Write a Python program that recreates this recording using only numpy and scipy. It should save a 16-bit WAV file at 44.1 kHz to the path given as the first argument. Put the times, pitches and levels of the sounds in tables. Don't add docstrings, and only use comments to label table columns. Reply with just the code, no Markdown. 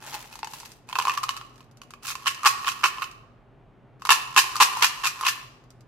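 import sys
import numpy as np
from scipy import signal
from scipy.fft import rfft, irfft, next_fast_len
from scipy.io import wavfile
from scipy.ndimage import uniform_filter1d, minimum_filter1d

SR = 44100
rng = np.random.default_rng(int(sys.argv[2]) if len(sys.argv) > 2 else 0)


def file_out(sig):
    cols = np.atleast_2d(sig).T
    lim = np.clip(cols, -1, 1)
    pcm = np.round(lim * 32767).astype(np.int16)
    wavfile.write(sys.argv[1], SR, pcm)


N = 258867
RING = np.arange(1536) / SR
TIME = np.arange(N) / SR

# [start_s, level_db, hardness_db, wall_extra_db]
KNOCKS = [(.0638, -45, 2, -11), (.078, -42, 1, -3), (.1295, -39, -2, -4), (0.142, -31.5, -1, 0),
          (.1673, -40, -13, -3), (.327, -43, 3, -2), (0.355, -38, -1, -16), (0.39, -38, -3, -10),
          (.4305, -32, -25, 1), (.4449, -31, -5, -5), (.4718, -33.5, -8, -4.5), (.5353, -32.5, -4.5, -13),
          (.6005, -45, 18, -14), (.6317, -41, -12, -9), (.6574, -42, 8, -6), (.7175, -52.5, 23, -10),
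          (.8968, -39, -8, -4), (.928, -35, -22, 8), (.9546, -28.5, -11, 6.5), (.9611, -30, -24.5, -4),
          (.987, -17, -10.5, -6), (.9993, -26, -17, 2), (1.0127, -31, -14, 1), (1.0225, -37, 15, 6),
          (1.0524, -27.5, -20.5, -3), (1.0712, -25, -21.5, -2), (1.0799, -24, -16, -3),
          (1.0957, -24, -12, 4), (1.1068, -30.5, -12, 4), (1.1378, -31.5, -5, -2), (1.175, -25, -6.5, -1.5),
          (1.1828, -41, 4, 9), (1.2319, -26, -7, -11), (1.2363, -26, -4, -2), (1.285, -39, -10.5, 5),
          (1.2911, -21.5, -8, 2), (1.3065, -34.5, 2, 2), (1.3659, -33.5, -5, 0.5), (1.3741, -38, 1, -2),
          (1.4127, -40.5, -15, 2), (1.6059, -51, -8, 3), (1.712, -64, 16, -10), (1.7712, -60, 16.5, -7.5),
          (1.8164, -42, -2, 2.5), (1.8337, -50, -2, -3.5), (1.9062, -43, 0, -4), (1.9368, -41, -10, 1.5),
          (2.0507, -44, -13, 8), (2.0846, -33.5, 2, -3), (2.1026, -31.5, -5, 0.5), (2.1187, -33.5, 1, 1),
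          (2.153, -30, -5, -3), (2.2591, -28, -11, 3), (2.3461, -40, 11, 2), (2.4324, -28.5, -9, -9.5),
          (2.4422, -32, -22, 1), (2.449, -22, -11, 2), (2.6462, -36.5, -14, 9.5), (2.7176, -32, 1.5, 0),
          (2.9836, -39, -23, 6), (3.0414, -35, -3, 5.5), (3.1128, -54.5, 18, 9), (4.0206, -36, -11, -5.5),
          (4.0515, -24.5, -5.5, -14.5), (4.0579, -32, -11, 0), (4.0699, -28.5, -5, -7.5),
          (4.3456, -41.5, 7, -7.5), (4.5558, -25.5, -6, -14.5), (4.5649, -23, -1, -14),
          (4.7701, -25, -12, -17), (5.2101, -26, -10, -19), (5.228, -32, -11, -6), (5.235, -30.5, -20, 0),
          (5.6388, -60, -2, -6), (5.7042, -60, 24, -8.5), (5.8075, -62.5, 15.5, -6)]
# [first_s, bulk_s, last_s, level_db, hardness_db, wall_extra_db, loose_db]
SHAKES = [(2.267, 2.2718, 2.279, -27, -2.5, 6.5, -44), (2.456, 2.4608, 2.4728, -16.5, -8, -1.5, -43),
          (2.6662, 2.6798, 2.688, -27.5, -5.5, 2.5, -38.5), (2.8342, 2.8399, 2.858, -22.5, -11, 3, -41),
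          (3.019, 3.0207, 3.0268, -36.5, -10, 4.5, -44), (4.0915, 4.105, 4.1197, -15, -7, 2, -53.5),
          (4.363, 4.377, 4.3896, -15, -4.5, 0.5, -42), (4.601, 4.613, 4.626, -13, -8, -0.5, -35),
          (4.8218, 4.824, 4.845, -17.5, -4, 2, -30.5), (5.0361, 5.0545, 5.07, -25.5, -1.5, 2, -39),
          (5.2503, 5.267, 5.286, -24.5, -0.5, 4, -37)]
# [ratio_to_air_note, level_db, t60_s]
AIR_MODES = [(.94, -8.5, .018), (1.0, 15.5, 0.027), (1.14, -1, 0.049)]
# [pitch_hz, level_db, t60_s]
WALL_MODES = [(1416, 1.5, 0.021), (1720, -3.5, 0.025), (1770, -1.5, 0.018), (2210, -2.5, 0.013),
              (2300, -10.5, 0.029), (2453, -2, 0.035), (2621, -1.5, 0.07), (2871, 4, 0.024),
              (3150, 3, 0.012), (3693, -8.5, 0.028), (3630, -6.5, 0.006), (4320, -1.5, 0.01),
              (4950, -8.5, 0.014), (5750, -10, 0.017)]
# [frequency_hz, gain_db]
SHELL_SPECTRUM = [(300, -41.5), (1500, -3.5), (3000, -8), (4200, -2.5), (5200, -2.5), (6300, -3),
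                  (7500, -5.5), (9000, -11.5), (12000, -10.5), (14500, -17.5), (16000, -36.5)]
# [time_s, air_note_hz, right_minus_left_db]
JAR_PATH = [(0, 863, 0), (.45, 907, -1), (1.1, 1042, 0), (1.4, 1113, 1), (3.0, 1097, 1.5),
            (4.6, 1028, -0.5), (5.301, 1068, 0)]
# [start_s, fastest_s, end_s, hiss_db, rub_db, tumble_db]
SLIDES = [(0, 0.145, .3, -38.5, -33.5, -44), (.28, .34, 0.48, -50, -47, -48.5),
          (.47, 0.544, 0.8, -42, -46.5, -46), (0.866, 1.08, 1.27, -42.5, -39, -33),
          (1.22, 1.317, 1.5, -53, -50, -47), (1.48, 1.6, 1.67, -77, -64, -56.5),
          (2.02, 2.104, 2.155, -31, -43.5, -36)]
# [frequency_hz, gain_db]
HISS_SPECTRUM = [(500, -28), (1500, -8.5), (3000, -0.5), (4500, -2), (6300, -0.5), (9000, -5), (12000, -4),
                 (14500, -8), (16000, -15.5)]
# [frequency_hz, gain_db]
RUB_SPECTRUM = [(200, -11), (500, -3), (680, 0), (850, 10.5), (1050, 4), (1300, 3.5), (2000, -0.5),
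                (3500, -4.5), (6500, -12), (16000, -33)]
# [frequency_hz, t60_s]
ROOM_T60 = [(300, 0.84), (1100, 0.72), (3000, 0.52), (6000, 0.67), (14000, 0.27)]
# [frequency_hz, gain_db]
ECHO_SPECTRUM = [(200, 1.5), (700, 3.5), (950, -3.5), (1200, 2.5), (1500, -6.5), (1900, 2), (2700, 0.5),
                 (6000, -3), (10000, -1), (16000, 4.5)]
# [frequency_hz, gain_db]
DRONE_SPECTRUM = [(20, -20), (35, 6), (55, 0), (75, -9.5), (120, 7), (180, -4.5), (240, -1.5), (390, -6.5),
                  (520, -8.5), (700, -8), (1200, -14.5), (3000, -26.5), (5000, -41.5), (14000, -55.5)]
# [pitch_hz, width_hz, level_db]
HUM = [(123.5, 11, -60.5), (237, 10, -70), (390, 44, -69.5)]


def collisions(rows, release_s=0.009):
    out, count = np.zeros((2, N)), len(rows)
    jar_s, jar_hz, _ = np.transpose(JAR_PATH)
    air_note_hz = np.interp(np.array(rows)[:, 0], jar_s, jar_hz)
    airs, walls, shells = boom(air_note_hz, count), clack(count), tick(count)
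    taper = np.minimum((RING[-1] - RING) / release_s, 1) ** 2
    for (start_s, level_db, hard_db, wall_db), air, wall, shell in zip(rows, airs, walls, shells):
        blow = undb(-hard_db / 2) * air + undb(wall_db) * wall + undb(hard_db / 2) * shell
        add(out, start_s, taper * undb(level_db) * blow)
    return out


def boom(air_note_hz, count, scatter=.03):
    detune = 1 + scatter * rng.standard_normal((count, 1, 1))
    weights = 1 + 0.9 * rng.standard_normal((count, len(AIR_MODES)))
    phase = 2 * np.pi * air_note_hz[:, None, None] * detune * RING
    ring = 0
    for k, (ratio, db, t60_s) in enumerate(AIR_MODES):
        mode = undb(db) * fade(t60_s) * np.sin(ratio * phase)
        ring = ring + weights[:, k, None, None] * mode
    return attack_level(ring)


def clack(count, apart=1.0, right_db=1.5, scatter=0.026):
    hz, db, t60_s = np.transpose(WALL_MODES)
    detuned_hz = hz * (1 + scatter * rng.standard_normal((count, len(hz))))
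    phase = np.float32(2 * np.pi * detuned_hz[..., None]) * np.float32(RING)
    modes = np.float32(fade(t60_s[:, None])) * np.sin(phase)
    spot = rng.standard_normal((count, 3, len(hz)))
    weights = undb(db) * (spot[:, :1] + apart * spot[:, 1:])
    return attack_level(np.float32(weights) @ modes * undb([[0], [right_db]]))


def tick(count, crack_t60_s=0.0076, rattle_t60_s=0.064, rattle_db=-15, rise_s=0.00088,
         ping_hz=(4000, 14000), ping_t60_s=.02, ping_db=-8):
    scatter = rng.standard_normal((2, len(RING))) * fade(rattle_t60_s)
    noise = rng.standard_normal((count, 2, len(RING)))
    rattle = np.sign(noise[..., :1]) * scatter
    crack = noise * fade(crack_t60_s) + undb(rattle_db) * rattle
    low_hz, high_hz = ping_hz
    pitch_hz = low_hz * (high_hz / low_hz) ** rng.random((count, 1, 1))
    sine = fade(ping_t60_s) * np.sin(2 * np.pi * pitch_hz * RING)
    ping = rng.standard_normal((count, 2, 1)) * sine
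    shell = attack_level(colour(crack, SHELL_SPECTRUM)) + undb(ping_db) * ping
    return attack_level(shell * (1 - np.exp(-RING / rise_s)))


def hail(count=7, first_db=-4.5, bulk_db=3.5, last_db=1.1, crowd_db=-1.5, rise_db=2.5, fall_db=2.0,
         spread_db=3.5, harden_db=8):
    rows = []
    for first, bulk, last, db, hard_db, wall_db, _ in SHAKES:
        landed = staggered(count)
        start_s = first + (last - first) * landed
        swell_db = np.interp(start_s, [first, bulk, last], [-rise_db, 0, -fall_db])
        force_db = crowd_db + swell_db + spread_db * uneven(count)
        rows += [(first, db + first_db, hard_db - harden_db / 2, wall_db),
                 (bulk, db + bulk_db, hard_db, wall_db),
                 (last, db + last_db, hard_db + harden_db / 2, wall_db)]
        crowd_hard_db = hard_db + harden_db * (landed - .5)
        rows += zip(start_s, db + force_db, crowd_hard_db, np.full(count, wall_db))
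    return rows


def jostle(count=14, flight_s=.1, gather_db=9, spread_db=2.0, hard_db=-6, wall_db=-3):
    rows = []
    for first, *_, loose_db in SHAKES:
        early = staggered(count)
        force_db = loose_db - gather_db * early + spread_db * uneven(count)
        rows += zip(first - flight_s * early, force_db, np.full(count, hard_db), np.full(count, wall_db))
    return rows


def settle(count=12, settle_s=.05, start_db=-6, fall_db=26, hard_db=11, harden_db=16, spread_db=2.5):
    rows = []
    for _, _, last, db, heap_hard_db, wall_db, _ in SHAKES:
        age = staggered(count)
        force_db = start_db - fall_db * age + spread_db * uneven(count)
        tone_db = heap_hard_db + hard_db + harden_db * age
        rows += zip(last + settle_s * age, db + force_db, tone_db, np.full(count, wall_db))
    return rows


def rock(count=9, rock_s=.16, start_db=-18, fall_db=9, hard_db=-7, wall_db=-3, spread_db=3.0):
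    rows = []
    for _, _, last, db, *_ in SHAKES:
        age = staggered(count)
        force_db = start_db - fall_db * age + spread_db * uneven(count)
        rows += zip(last + rock_s * age, db + force_db, np.full(count, hard_db), np.full(count, wall_db))
    return rows


def tumble(count=14, spread_db=4.0, hard_db=1.5, tone_spread_db=8, wall_db=0.5):
    rows = []
    for start, fastest, end, _, _, db in SLIDES:
        start_s = start + (end - start) * staggered(count)
        force_db = db + slide_db(start_s, start, fastest, end) + spread_db * uneven(count)
        tone_db = hard_db + tone_spread_db * uneven(count)
        rows += zip(start_s, force_db, tone_db, np.full(count, wall_db))
    return rows


def sliding(hiss_db=-3.0, rub_db=-4.5, apart=0.3, onset_s=0.021):
    hiss_gain = rub_gain = 0
    for start, fastest, end, shells_db, jar_db, _ in SLIDES:
        edges = np.clip(np.minimum(TIME - start, end - TIME) / onset_s, 0, 1)
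        speed = undb(slide_db(TIME, start, fastest, end)) * edges
        hiss_gain = hiss_gain + undb(shells_db) * speed
        rub_gain = rub_gain + undb(jar_db) * speed
    mid, side = catches()
    rub = unit(colour(widen(mid, side, apart), RUB_SPECTRUM))
    hiss = unit(colour(catches(), HISS_SPECTRUM))
    return undb(hiss_db) * hiss_gain * hiss + undb(rub_db) * rub_gain * rub


def slide_db(t, start, fastest, end, rise_db=12.5, fall_db=20.5):
    return np.interp(t, [start, fastest, end], [-rise_db, 0, -fall_db])


def catches(per_s=800, t60_s=.005):
    slips = (rng.random(N) < per_s / SR) * undb(3 * rng.standard_normal(N))
    return signal.fftconvolve(slips, fade(t60_s))[:N] * rng.standard_normal((2, N))


def radiate(x, low_hz=915, order=5, base_hz=380, base_width_hz=150, base_db=-7.5,
            thump_hz=300, thump_db=-19):
    mouth = signal.sosfilt(signal.butter(order, low_hz, "high", fs=SR, output="sos"), x)
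    peak = signal.iirpeak(base_hz, base_hz / base_width_hz, fs=SR)
    base = signal.lfilter(*peak, signal.lfilter(*peak, x))
    thump_band = signal.butter(2, [thump_hz / 2, thump_hz], "band", fs=SR, output="sos")
    thump = signal.sosfilt(thump_band, x)
    return mouth + undb(base_db) * base + undb(thump_db) * thump


def place(x):
    jar_s, _, right_db = np.transpose(JAR_PATH)
    delayed = np.array([np.pad(x[0], (2, 0))[:N], x[1]])
    return delayed * undb(np.interp(TIME, jar_s, right_db) * np.array([[-.5], [.5]]))


def room(dry, near_db=-12, near_t60_s=0.038, tail_db=-10.0, first_s=0.0019, build_s=0.0013):
    t = np.arange(SR) / SR
    hz = np.fft.rfftfreq(SR, 1 / SR)
    centres_hz = np.geomspace(200, 16000, 8)
    noise = rfft(rng.standard_normal((2, SR)))
    tail = 0
    for centre_hz, band in zip(centres_hz, np.eye(len(centres_hz))):
        band_noise = irfft(noise * np.interp(hz, centres_hz, band), SR)
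        tail = tail + band_noise * fade(along(ROOM_T60, centre_hz), t)
    tail = colour(tail * (1 - np.exp(-t / build_s)), ECHO_SPECTRUM)
    near = rng.standard_normal((2, SR)) * fade(near_t60_s, t)
    arrived = t > first_s
    response = undb(near_db) * unit(near * arrived) + undb(tail_db) * unit(tail * arrived)
    return signal.fftconvolve(dry, response / np.sqrt(SR), axes=1)[:, :N]


def drone(air_db=-55.5):
    mid, side, stir = rng.standard_normal((3, N))
    air = unit(colour(widen(mid, side, .35), DRONE_SPECTRUM))
    stir = colour(stir, [(400, 0), (1200, -30)])
    hum = 0
    for hz, width_hz, db in HUM:
        peak = signal.iirpeak(hz, hz / width_hz, fs=SR)
        hum = hum + undb(db) * unit(signal.lfilter(*peak, stir))
    return undb(air_db) * air + hum


def undb(db):
    return 10 ** (np.asarray(db) / 20)


def unit(x):
    return x / np.sqrt(np.mean(x ** 2))


def attack_level(x, size=88):
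    return x / np.sqrt(np.mean(x[..., :size] ** 2, axis=(-2, -1), keepdims=True))


def fade(t60_s, t=RING):
    return np.exp(-np.log(1000) * t / t60_s)


def along(points, hz):
    f, value = np.transpose(points)
    return np.interp(np.log(np.maximum(hz, 1)), np.log(f), value)


def colour(x, points):
    length = x.shape[-1]
    size = next_fast_len(length, real=True)
    gain = undb(along(points, np.fft.rfftfreq(size, 1 / SR)))
    return irfft(rfft(x, size) * gain, size)[..., :length]


def widen(mid, side, apart):
    return mid + apart * side * np.array([[1], [-1]])


def add(track, start_s, sound):
    i = max(int(start_s * SR), 0)
    track[:, i:i + sound.shape[1]] += sound[:, :max(N - i, 0)]


def staggered(count):
    return (np.arange(count) + rng.random(count)) / count


def uneven(count):
    return rng.permutation(np.linspace(-1, 1, count))


def scene(knock_db=-0.96, hail_db=-0.4):
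    knocks = undb(knock_db) * collisions(KNOCKS)
    landings = undb(hail_db) * collisions(hail())
    loose = collisions(jostle() + settle() + rock() + tumble())
    sweets = place(radiate(knocks + landings + loose) + sliding())
    return sweets + room(sweets) + drone()


def record(dry, ceiling=0.96, size=128, top_hz=15800):
    needed = ceiling / np.maximum(np.abs(dry).max(axis=0), ceiling)
    gain = uniform_filter1d(minimum_filter1d(needed, size), size)
    low_pass = signal.ellip(10, .2, 80, top_hz, fs=SR, output="sos")
    return signal.sosfilt(low_pass, dry * gain)


dry = scene()
out = record(dry)
file_out(out)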